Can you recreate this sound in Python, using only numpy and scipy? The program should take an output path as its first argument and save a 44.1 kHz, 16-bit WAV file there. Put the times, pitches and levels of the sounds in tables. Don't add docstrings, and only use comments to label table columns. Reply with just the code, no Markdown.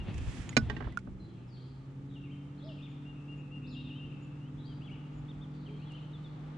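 import sys
import numpy as np
from scipy import signal
from scipy.fft import rfft, irfft, next_fast_len
from scipy.io import wavfile
from scipy.ndimage import map_coordinates

SR = 44100
rng = np.random.default_rng(int(sys.argv[2]) if len(sys.argv) > 2 else 0)


def transcribe(signal):
    frames = np.atleast_2d(signal).T
    limited = np.clip(frames, -1, 1)
    pcm = np.round(limited * 32767).astype(np.int16)
    wavfile.write(sys.argv[1], SR, pcm)


N = 290001


def amp(db):
    return 10 ** (np.asarray(db) / 20)


def unit(x):
    return x / np.sqrt(np.mean(x ** 2) + 1e-20)


def along(points, hz):
    f, v = np.transpose(points)
    return np.interp(np.log(hz + 1), np.log(f + 1), v)


def wobble(rate, size=16):
    at = np.arange(0, N, size)
    knots = rng.standard_normal(int(N * rate / SR) + 4)
    return np.interp(np.arange(N), at, map_coordinates(knots, [at * rate / SR]))


def filtered(x, response):
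    size = next_fast_len(N + SR // 2)
    return irfft(rfft(x, size) * response(np.fft.rfftfreq(size, 1 / SR)), size)[..., :N]


def pan(left_db):
    gains = amp([[left_db / 2], [-left_db / 2]])
    return gains / gains.mean()


def noise(spectrum, side_db):
    mid, side = filtered(rng.standard_normal((2, N)), lambda hz: amp(along(spectrum, hz)))
    side = amp(side_db) * side
    return unit(np.array([mid + side, mid - side]))


def add(track, s, sound):
    start = round(s * SR)
    part = sound[..., max(-start, 0):N - start]
    track[..., max(start, 0):][..., :part.shape[-1]] += part


def stroke(start, end, rise_s, fall_s):
    t = np.arange(N) / SR
    before, after = np.maximum(start - t, 0), np.maximum(t - end, 0)
    return np.exp(-np.log(1000) * (before / rise_s + after / fall_s))


STRAY_HZ = 1340


def ring(modes, t, shift=0.0):
    total = 0
    for k, (hz, db, t60) in enumerate(modes):
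        strength, stray, tune = rng.standard_normal(3)
        phase = np.array([[stray * hz / STRAY_HZ], [0]])
        tone = np.sin(2 * np.pi * hz * (1 + shift * tune) * t + phase)
        total = total + (-1) ** k * amp(db + strength - 60 * t / t60) * tone
    return total


# (frequency [Hz], left minus right [dB])
SHADOW = [(60, -2), (150, -2), (500, -2.5), (1000, -8), (1800, -15.5), (5500, -6), (9000, -1)]
LAG_S = .000026


def on_deck(x):
    def ports(hz):
        left_db = along(SHADOW, hz)
        gains = amp([left_db / 2, -left_db / 2])
        lag = np.exp(np.pi * 1j * hz * LAG_S * np.array([[-1], [1]]))
        return gains / gains.mean(axis=0) * lag
    return filtered(x, ports)


# (frequency [Hz], level [dB per Hz])
MURMUR = [(50, -15), (100, -0.5), (170, -0.5), (240, -6), (330, -5), (450, -19), (700, -29.5), (2000, -120)]
# (frequency [Hz], level [dB per Hz])
BREEZE = [(240, -29), (400, -5), (458, -2.5), (708, -8), (867, -2), (1020, -10.5), (1200, -4.5),
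          (1560, -13), (3510, -19.5), (4670, -29.5), (7120, -36.5), (10300, -49), (13400, -79),
          (22000, -120)]
MURMUR_DB = -52.5
BREEZE_DB, BREEZE_DB_PER_S = -67.5, 1.375


def air():
    breeze_db = BREEZE_DB + BREEZE_DB_PER_S * np.arange(N) / SR
    swell, gust = 1.6 * wobble(5), .7 * wobble(4)
    murmur = amp(MURMUR_DB + swell) * noise(MURMUR, side_db=-11.5)
    return murmur + amp(breeze_db + gust) * noise(BREEZE, side_db=-1.5) * pan(1)


# (frequency [Hz], level [dB])
DRONE = [(126.5, -54), (189.8, -57.5), (253, -56.5), (506, -74)]
DRONE_PEAK_S, DRONE_FADE_DB_PER_S = 3.72, 1


def far_engine():
    t = np.arange(N) / SR
    drone = 0
    for hz, db in DRONE:
        fading = amp(db + 3.4 * wobble(2.624))
        drone = drone + fading * np.sin(2 * np.pi * hz * t + 0.19 * wobble(5.1))
    return np.sqrt(2) * drone * amp(-DRONE_FADE_DB_PER_S * np.abs(t - DRONE_PEAK_S)) * pan(0)


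# (frequency [Hz], level [dB per Hz])
SWISH = [(200, -7.5), (450, -11), (900, -5.5), (1700, 1), (2600, 0), (4000, -8), (5500, -7), (7200, -7),
         (10000, -16), (13000, -43)]
CRINKLES_PER_S = 240


def crinkles():
    snaps = (rng.random(N) < CRINKLES_PER_S / SR) * rng.uniform(-1, 1, (2, N))
    return unit(filtered(snaps, lambda hz: amp(along(SWISH, hz))))


# (time [s], level [dB], t60 [s])
LURCHES = [(0, -36, 0.34), (.16, -35, 0.27), (.21, -33, 0.3), (0.284, -29, 0.13), (0.394, -39.5, 0.28),
           (.6, -34.5, 0.96), (.87, -39, 0.11), (1.08, -40.5, 0.44), (5.15, -51.5, 1.1)]
# (frequency [Hz], level [dB per Hz])
RUMBLE = [(15, -18), (30, -11.5), (57, 7.5), (85, -4.5), (118, 1.5), (160, -17), (300, -44), (600, -120)]
# (frequency [Hz], level [dB per Hz])
HEAVE = [(15, -11.5), (28, 0.5), (42, 2.5), (90, -21.5), (200, -120)]
# (time [s], level [dB])
TICKS = [(0.143, -55.5), (0.18, -52.5), (0.989, -55.5), (5.92, -63)]
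# (frequency [Hz], level [dB per Hz])
SCUFF = [(50, -21), (100, 5), (170, 3), (240, -2.5), (330, -6), (450, -17.5), (900, -20), (1500, -25),
         (3500, -27), (7000, -55), (12000, -79)]
LURCH_RISE_S, ROCKING_DB, HEAVE_DB = 0.086, -60, -7.5
SLIDE_S, SLIDE_END_S, SLIDE_DB = 0.29, 0.38, -55.5
SLIDE_RISE_S, SLIDE_FALL_S = 0.99, 1.3
RUSTLE_DB, CRINKLE_DB = -76.5, -12.5
TICK_RISE_S, TICK_T60_S = 0.0044, 0.04
SHUFFLE_END_S, SHUFFLE_FALL_S, SHUFFLE_DB = 0.78, 0.95, -44.5


def boat():
    powers = [(amp(db) * stroke(s, s, LURCH_RISE_S, t60)) ** 2 for s, db, t60 in LURCHES]
    lurch = np.sqrt(sum(powers))
    lumps_db = 1.5 * wobble(4) + 2 * wobble(14)
    rumble = np.hypot(lurch, amp(ROCKING_DB)) * amp(lumps_db) * noise(RUMBLE, side_db=-11.5)
    heave = amp(HEAVE_DB) * lurch * noise(HEAVE, side_db=0)

    slide = amp(SLIDE_DB) * stroke(SLIDE_S, SLIDE_END_S, SLIDE_RISE_S, SLIDE_FALL_S)
    ticks = sum(amp(db) * stroke(s, s, TICK_RISE_S, TICK_T60_S) for s, db in TICKS)
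    rubbing = np.hypot(slide + ticks, amp(RUSTLE_DB)) * amp(1.0 * wobble(60))
    swish = rubbing * noise(SWISH, side_db=-2.5)
    crinkle = amp(CRINKLE_DB) * slide * crinkles()

    shuffle = amp(SHUFFLE_DB + 2.6 * wobble(21)) * stroke(0, SHUFFLE_END_S, 1, SHUFFLE_FALL_S)
    scuff = shuffle * noise(SCUFF, side_db=-9.0)
    return on_deck(rumble + heave + swish + crinkle) + scuff


# (time [s], starting pitch [Hz], level [dB], t60 [s], splash re bubble [dB])
DROPS = [(.492, 6700, -38, .029, -3.5), (.528, 2040, -41, 0.04, -19.5), (.923, 2000, -52, 0.064, -5.5),
         (.973, 1415, -19, 0.024, -23.5)]


def drops():
    water, t = np.zeros((2, N)), np.arange(SR // 10) / SR
    spray = noise(SWISH, side_db=-1)
    for s, hz, db, t60, splash_db in DROPS:
        tone = np.sin(2 * np.pi * hz * t * (1 + 0.0192 * t / t60))
        bubble = tone * amp(-60 * t / t60) * (1 - np.exp(-t / 0.00097))
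        splash = spray[:, round(s * SR):][:, :len(t)] * amp(splash_db - 60 * t / 0.021)
        add(water, s, amp(db) * (bubble + splash))
    return on_deck(water)


# (time [s], piece, level [dB], thud re blow [dB], brightness [Hz], chatter [dB], chatter t60 [s])
KNOCKS = [(.567, "gear", -20.5, 1, 8860, 1, 0.045), (.698, "loose", -37, -6, 4800, 4, 0.047),
          (.765, "loose", -44, 2, 4500, 3, .04), (.804, "loose", -44, -3, 1470, 8, 0.088),
          (.824, "loose", -51, -3, 1990, -2, .06), (.842, "loose", -53, -1, 2400, 0, 0.14),
          (.871, "loose", -52.5, 3.5, 990, 10.5, 0.06), (1.07, "loose", -52.5, 10, 595, 12, 0.1)]
# (frequency [Hz], level [dB], t60 [s])
GEAR = [(441, -12, 0.11), (630, -12, 0.093), (841, -16, .076), (1154, -17, 0.094), (1477, 0, 0.098),
        (2083, -5.5, 0.042), (2400, 4.5, 0.037), (2940, -4.5, 0.026), (3987, -1.5, 0.04),
        (4420, -5.5, .035), (5110, -9.5, 0.073), (6120, -5.5, .027), (6800, -7, .038)]
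# (frequency [Hz], level [dB], t60 [s])
LOOSE = [(436.4, -1.5, 0.15), (854, -2, 0.071), (1146, -5, 0.086), (1592, -1, 0.092), (1806, 3.5, 0.067),
         (2025, 0, 0.049), (2880, 2, 0.042), (4270, -12, .04)]
# (frequency [Hz], level [dB], t60 [s])
HULL = [(133.5, -2.5, 0.18), (226.6, -1, 0.17), (262.4, 4, 0.081), (322, -8.5, 0.1)]
# (frequency [Hz], level [dB per Hz])
CHATTER = [(250, -13.5), (600, -1.5), (1000, -4), (1700, -3.5), (2500, -10.5), (4000, -11), (7000, -17),
           (10000, -27), (13000, -44)]
RINGS = {"gear": (GEAR, 0), "loose": (LOOSE, .025)}
CONTACT_S, THUD_S = 0.00069, 0.0026


def knocks():
    gear, hull, t = np.zeros((2, N)), np.zeros((2, N)), np.arange(SR // 2) / SR
    grit = noise(CHATTER, side_db=-3) * amp(3.5 * wobble(420))
    for s, piece, db, thud_db, bright_hz, chatter_db, t60 in KNOCKS:
        chatter = grit[:, round(s * SR):][:, :len(t)] * amp(chatter_db - 60 * t / t60)
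        contact = signal.butter(2, min(bright_hz, SR / 3), fs=SR, output="sos")
        modes, shift = RINGS[piece]
        blow = (ring(modes, t, shift) + chatter) * (1 - np.exp(-t / CONTACT_S))
        add(gear, s, amp(db) * signal.sosfilt(contact, blow))
        add(hull, s, amp(db + thud_db) * ring(HULL, t) * (1 - np.exp(-t / THUD_S)))
    return on_deck(gear + hull)


START_S, START_HZ, CRUISE_HZ = 1.16, 98.25, 144.86
SPIN_UP_S = .4
CREEP_S, CREEP_HZ_PER_S = 4.1, 2.3
HUM_DB, HUM_DB_PER_OCTAVE = -46, 20
MOUNT_HZ, MOUNT_WIDTH_HZ, SECOND_DB = 283.4, 12.1, -4.5
THIRD_DB, PULL_DB = -71, 15


def motor():
    t = np.arange(N) / SR
    pull = np.exp(-np.maximum(t - START_S, 0) / SPIN_UP_S)
    hz = CRUISE_HZ - (CRUISE_HZ - START_HZ) * pull + CREEP_HZ_PER_S * np.maximum(t - CREEP_S, 0)
    turn = 2 * np.pi * np.cumsum(hz * (1 + 0.0016 * wobble(17))) / SR
    first = amp(HUM_DB + HUM_DB_PER_OCTAVE * np.log2(hz / CRUISE_HZ))
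    second = first * amp(SECOND_DB) / np.hypot(1, 2 * (2 * hz - MOUNT_HZ) / MOUNT_WIDTH_HZ)
    third = amp(THIRD_DB + PULL_DB * pull)
    hum = first * np.sin(turn) + second * np.sin(2 * turn) + third * np.sin(3 * turn)
    return np.sqrt(2) * stroke(START_S, t[-1], 0.27, 1) * hum * amp(0.58 * wobble(12)) * pan(0)


ECHO_SIDE_DB = -7.5
LEAVES_T60_S = 0.12


def leaves(x):
    t = np.arange(SR // 4) / SR
    mid, side = rng.standard_normal((2, len(t))) * amp(-60 * t / LEAVES_T60_S)
    tail = mid + amp(ECHO_SIDE_DB) * np.array([side, -side])
    return signal.fftconvolve(x[None], tail / np.linalg.norm(tail[0]), axes=1)[:, :N]


# (frequency [Hz], t60 [s])
TREES = [(400, 0.21), (2500, 1), (4500, 0.97), (8000, 0.26)]


def trees(x, build):
    hz, t, z = signal.stft(rng.standard_normal((2, SR)), SR, nperseg=256)
    decay = amp(-60 * t / along(TREES, hz)[:, None])
    mid, side = signal.istft(z * decay * (1 - np.exp(-t / build)), SR, nperseg=256)[1]
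    tail = mid + amp(ECHO_SIDE_DB) * np.array([side, -side])
    tail = tail / np.sqrt(np.mean(np.abs(rfft(tail, SR)[:, 2000:5000]) ** 2))
    return signal.fftconvolve(x[None], tail, axes=1)[:, :N]


def sing(notes, edge, waver, flutter_db):
    voice, drift, flutter = np.zeros(N), wobble(400), wobble(150)
    for s, length, *pitches, db in notes:
        u = np.linspace(0, 1, int(length * SR))
        at = np.arange(len(u)) + round(s * SR)
        glide = np.polyfit(np.linspace(0, 1, len(pitches)), pitches, len(pitches) - 1)
        hz = np.polyval(glide, u) * (1 + waver * drift[at])
        swell = np.sin(np.pi / 2 * np.clip(np.minimum(u, 1 - u) / edge, 0, 1))
        tone = np.sin(2 * np.pi * np.cumsum(hz) / SR)
        add(voice, s, np.sqrt(2) * amp(db + flutter_db * flutter[at]) * swell * tone)
    return voice


# (start [s], end [s], first pitch [Hz], last pitch [Hz], level [dB])
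RUNS = [(1.187, 1.23, 4280, 4170, -73), (1.249, 1.369, 3370, 2590, -71.5),
        (5.508, 5.618, 4310, 3620, -70.5), (5.738, 5.985, 4070, 3580, -71.5),
        (6.072, 6.32, 3950, 4160, -75)]
RUN_NOTE_S, RUN_SWEEP = 0.023, 0.13


def twitter():
    notes = []
    for start, end, first_hz, last_hz, db in RUNS:
        for s in np.arange(start, end, RUN_NOTE_S):
            trend_hz = np.interp(s, [start, end], [first_hz, last_hz])
            sweep = np.exp(RUN_SWEEP * (np.array([1, -1]) + rng.uniform(-.5, .5, 2)))
            notes.append((s, RUN_NOTE_S, *(trend_hz * sweep), db))
    return sing(notes, edge=0.23, waver=.03, flutter_db=-1)


# (time [s], level [dB])
WHISTLES = [(-.045, -54.5), (3.045, -60.5), (3.274, -57), (3.511, -55.5), (3.744, -55), (3.982, -55.5),
            (4.198, -69), (4.349, -77), (5.004, -70)]
# (pitch [Hz]), evenly spaced through the note
WHISTLE_HZ = [2617, 2787, 2803, 2805, 2640]


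def whistler():
    arch_notes = [(s, .084, *WHISTLE_HZ, db) for s, db in WHISTLES]
    soft_notes = [(s + .1, .07, 2500, 2650, 2560, db - 7.0) for s, db in WHISTLES]
    arches = sing(arch_notes, edge=.28, waver=.003, flutter_db=1)
    soft = sing(soft_notes, edge=0.18, waver=.03, flutter_db=2.0)
    direct = (arches + amp(-3) * soft) * pan(6)
    return direct + trees(amp(-6) * arches + soft, build=.02) * pan(4.5)


# (part passing straight through the leaves [dB],
# turning points as (time [s], pitch [Hz], level [dB]))
SONG = [ (-8.5, [(1.47, 5440, -77), (1.505, 4700, -69), (1.545, 4260, -62.5), (1.578, 3160, -67),
        (1.636, 5120, -68)]), (-10, [(2.088, 3980, -65.5), (2.125, 3100, -65)]), (-3, [(2.136, 3810, -60.5),
        (2.165, 2853, -61.5), (2.238, 2700, -64.5), (2.293, 2170, -68.5), (2.323, 3150, -59),
        (2.347, 2630, -67)]), (-5.5, [(2.574, 3170, -71), (2.587, 4400, -73), (2.604, 3340, -59),
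        (2.634, 4130, -64), (2.655, 5310, -70), (2.675, 3810, -58), (2.703, 2794, -58.5),
        (2.745, 2790, -71)]), (-3, [(2.772, 2875, -63), (2.798, 2500, -62.5), (2.838, 3676, -57),
        (2.882, 2100, -62)]), (-7, [(3.64, 3690, -64), (3.663, 3810, -62), (3.682, 5340, -68.5),
        (3.711, 4150, -59.5), (3.759, 3040, -56.5)]), (-0.5, [(3.765, 3724, -62), (3.878, 3567, -63),
        (3.914, 2800, -57), (3.968, 3070, -57.5), (4.0, 3110, -64)]), (-6, [(4.568, 3180, -64),
        (4.607, 3910, -65), (4.638, 3810, -65.5), (4.662, 4690, -63), (4.687, 4680, -76),
        (4.718, 5050, -72)]), (0, [(4.808, 2550, -59), (4.846, 3370, -66.5), (4.876, 3020, -58.5),
        (4.897, 2200, -65), (4.912, 2720, -59), (4.937, 2890, -59), (4.976, 2065, -67.5)]),
        (-1.5, [(5.659, 3200, -59.5), (5.702, 2230, -65.5)]), (-1.5, [(5.78, 2280, -72),
        (5.82, 2710, -64.5), (5.871, 3406, -67), (5.92, 2785, -61.5), (5.958, 3066, -57.5),
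        (5.992, 2420, -68)])]
SONG_EDGE_S, SONG_WAVER, SONG_FLUTTER_DB = .004, 0.0088, 1.9


def warble():
    voice, drift, flutter = np.zeros((2, N)), wobble(400), wobble(150)
    for direct_db, phrase in SONG:
        s, pitch, db = np.transpose(phrase)
        at = np.arange(round(s[0] * SR), round(s[-1] * SR))
        t = at / SR
        place = np.interp(t, s, np.arange(len(s)))
        glide = map_coordinates(pitch, [place], order=2, mode="nearest")
        hz = glide * (1 + SONG_WAVER * drift[at])
        swell = np.clip(np.minimum(t - s[0], s[-1] - t) / SONG_EDGE_S, 0, 1)
        level = np.sqrt(2) * amp(np.interp(t, s, db) + SONG_FLUTTER_DB * flutter[at])
        tone = level * swell * np.sin(2 * np.pi * np.cumsum(hz) / SR)
        add(voice, s[0], np.array([tone, tone * amp(direct_db)]))
    return voice


# (time [s], length [s], start pitch [Hz], middle pitch [Hz], end pitch [Hz], level [dB])
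CHIPS = [(1.195, 0.075, 4120, 4070, 4070, -69), (4.405, 0.088, 2815, 2894, 3330, -68.5),
         (4.666, 0.072, 3180, 3240, 2910, -65), (5.281, 0.04, 3160, 3670, 2950, -61.5),
         (5.412, 0.038, 3120, 3660, 2950, -61), (5.645, 0.15, 3280, 3196, 3250, -69.5),
         (6.131, 0.041, 3860, 3520, 3400, -60.5), (6.241, 0.038, 3850, 3510, 3410, -61)]
# (time [s], level before the mix [dB])
PEEPS = [(2.886, -78), (3.369, -76), (3.709, -74), (4.219, -73), (5.135, -78), (5.16, -75.5)]
# (time [s], length [s], start pitch [Hz], middle pitch [Hz], end pitch [Hz], level [dB])
HOOTS = [(2.62, 0.12, 495, 651, 522, -54), (5.665, 0.12, 372, 424.6, 363, -54.5)]
LEAVES_DB, ECHO_DB = -6.5, -2.5


def birds():
    song, through = warble()
    chips = sing(CHIPS, edge=0.16, waver=0.0041, flutter_db=1.0)
    peep_notes = [(s, .04, 7150, 7000, 7150, db) for s, db in PEEPS]
    peeps = sing(peep_notes, edge=0.37, waver=.012, flutter_db=3.0)
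    hoots = sing(HOOTS, edge=.45, waver=.002, flutter_db=.4)
    direct = (through + amp(LEAVES_DB) * leaves(song)) * pan(5)
    direct = direct + chips * pan(2) + (amp(-3.5) * peeps + hoots) * pan(1.5)
    scattered = amp(ECHO_DB) * song + amp(-8) * chips + amp(-5) * peeps + amp(-8) * hoots + twitter()
    return direct + trees(scattered, build=0.011) * pan(4.3)


def scene():
    return air() + far_engine() + boat() + drops() + knocks() + motor() + whistler() + birds()


TOP_HZ = 12600


def record(dry):
    return filtered(dry, lambda hz: hz < TOP_HZ)


dry = scene()
out = record(dry)
transcribe(out)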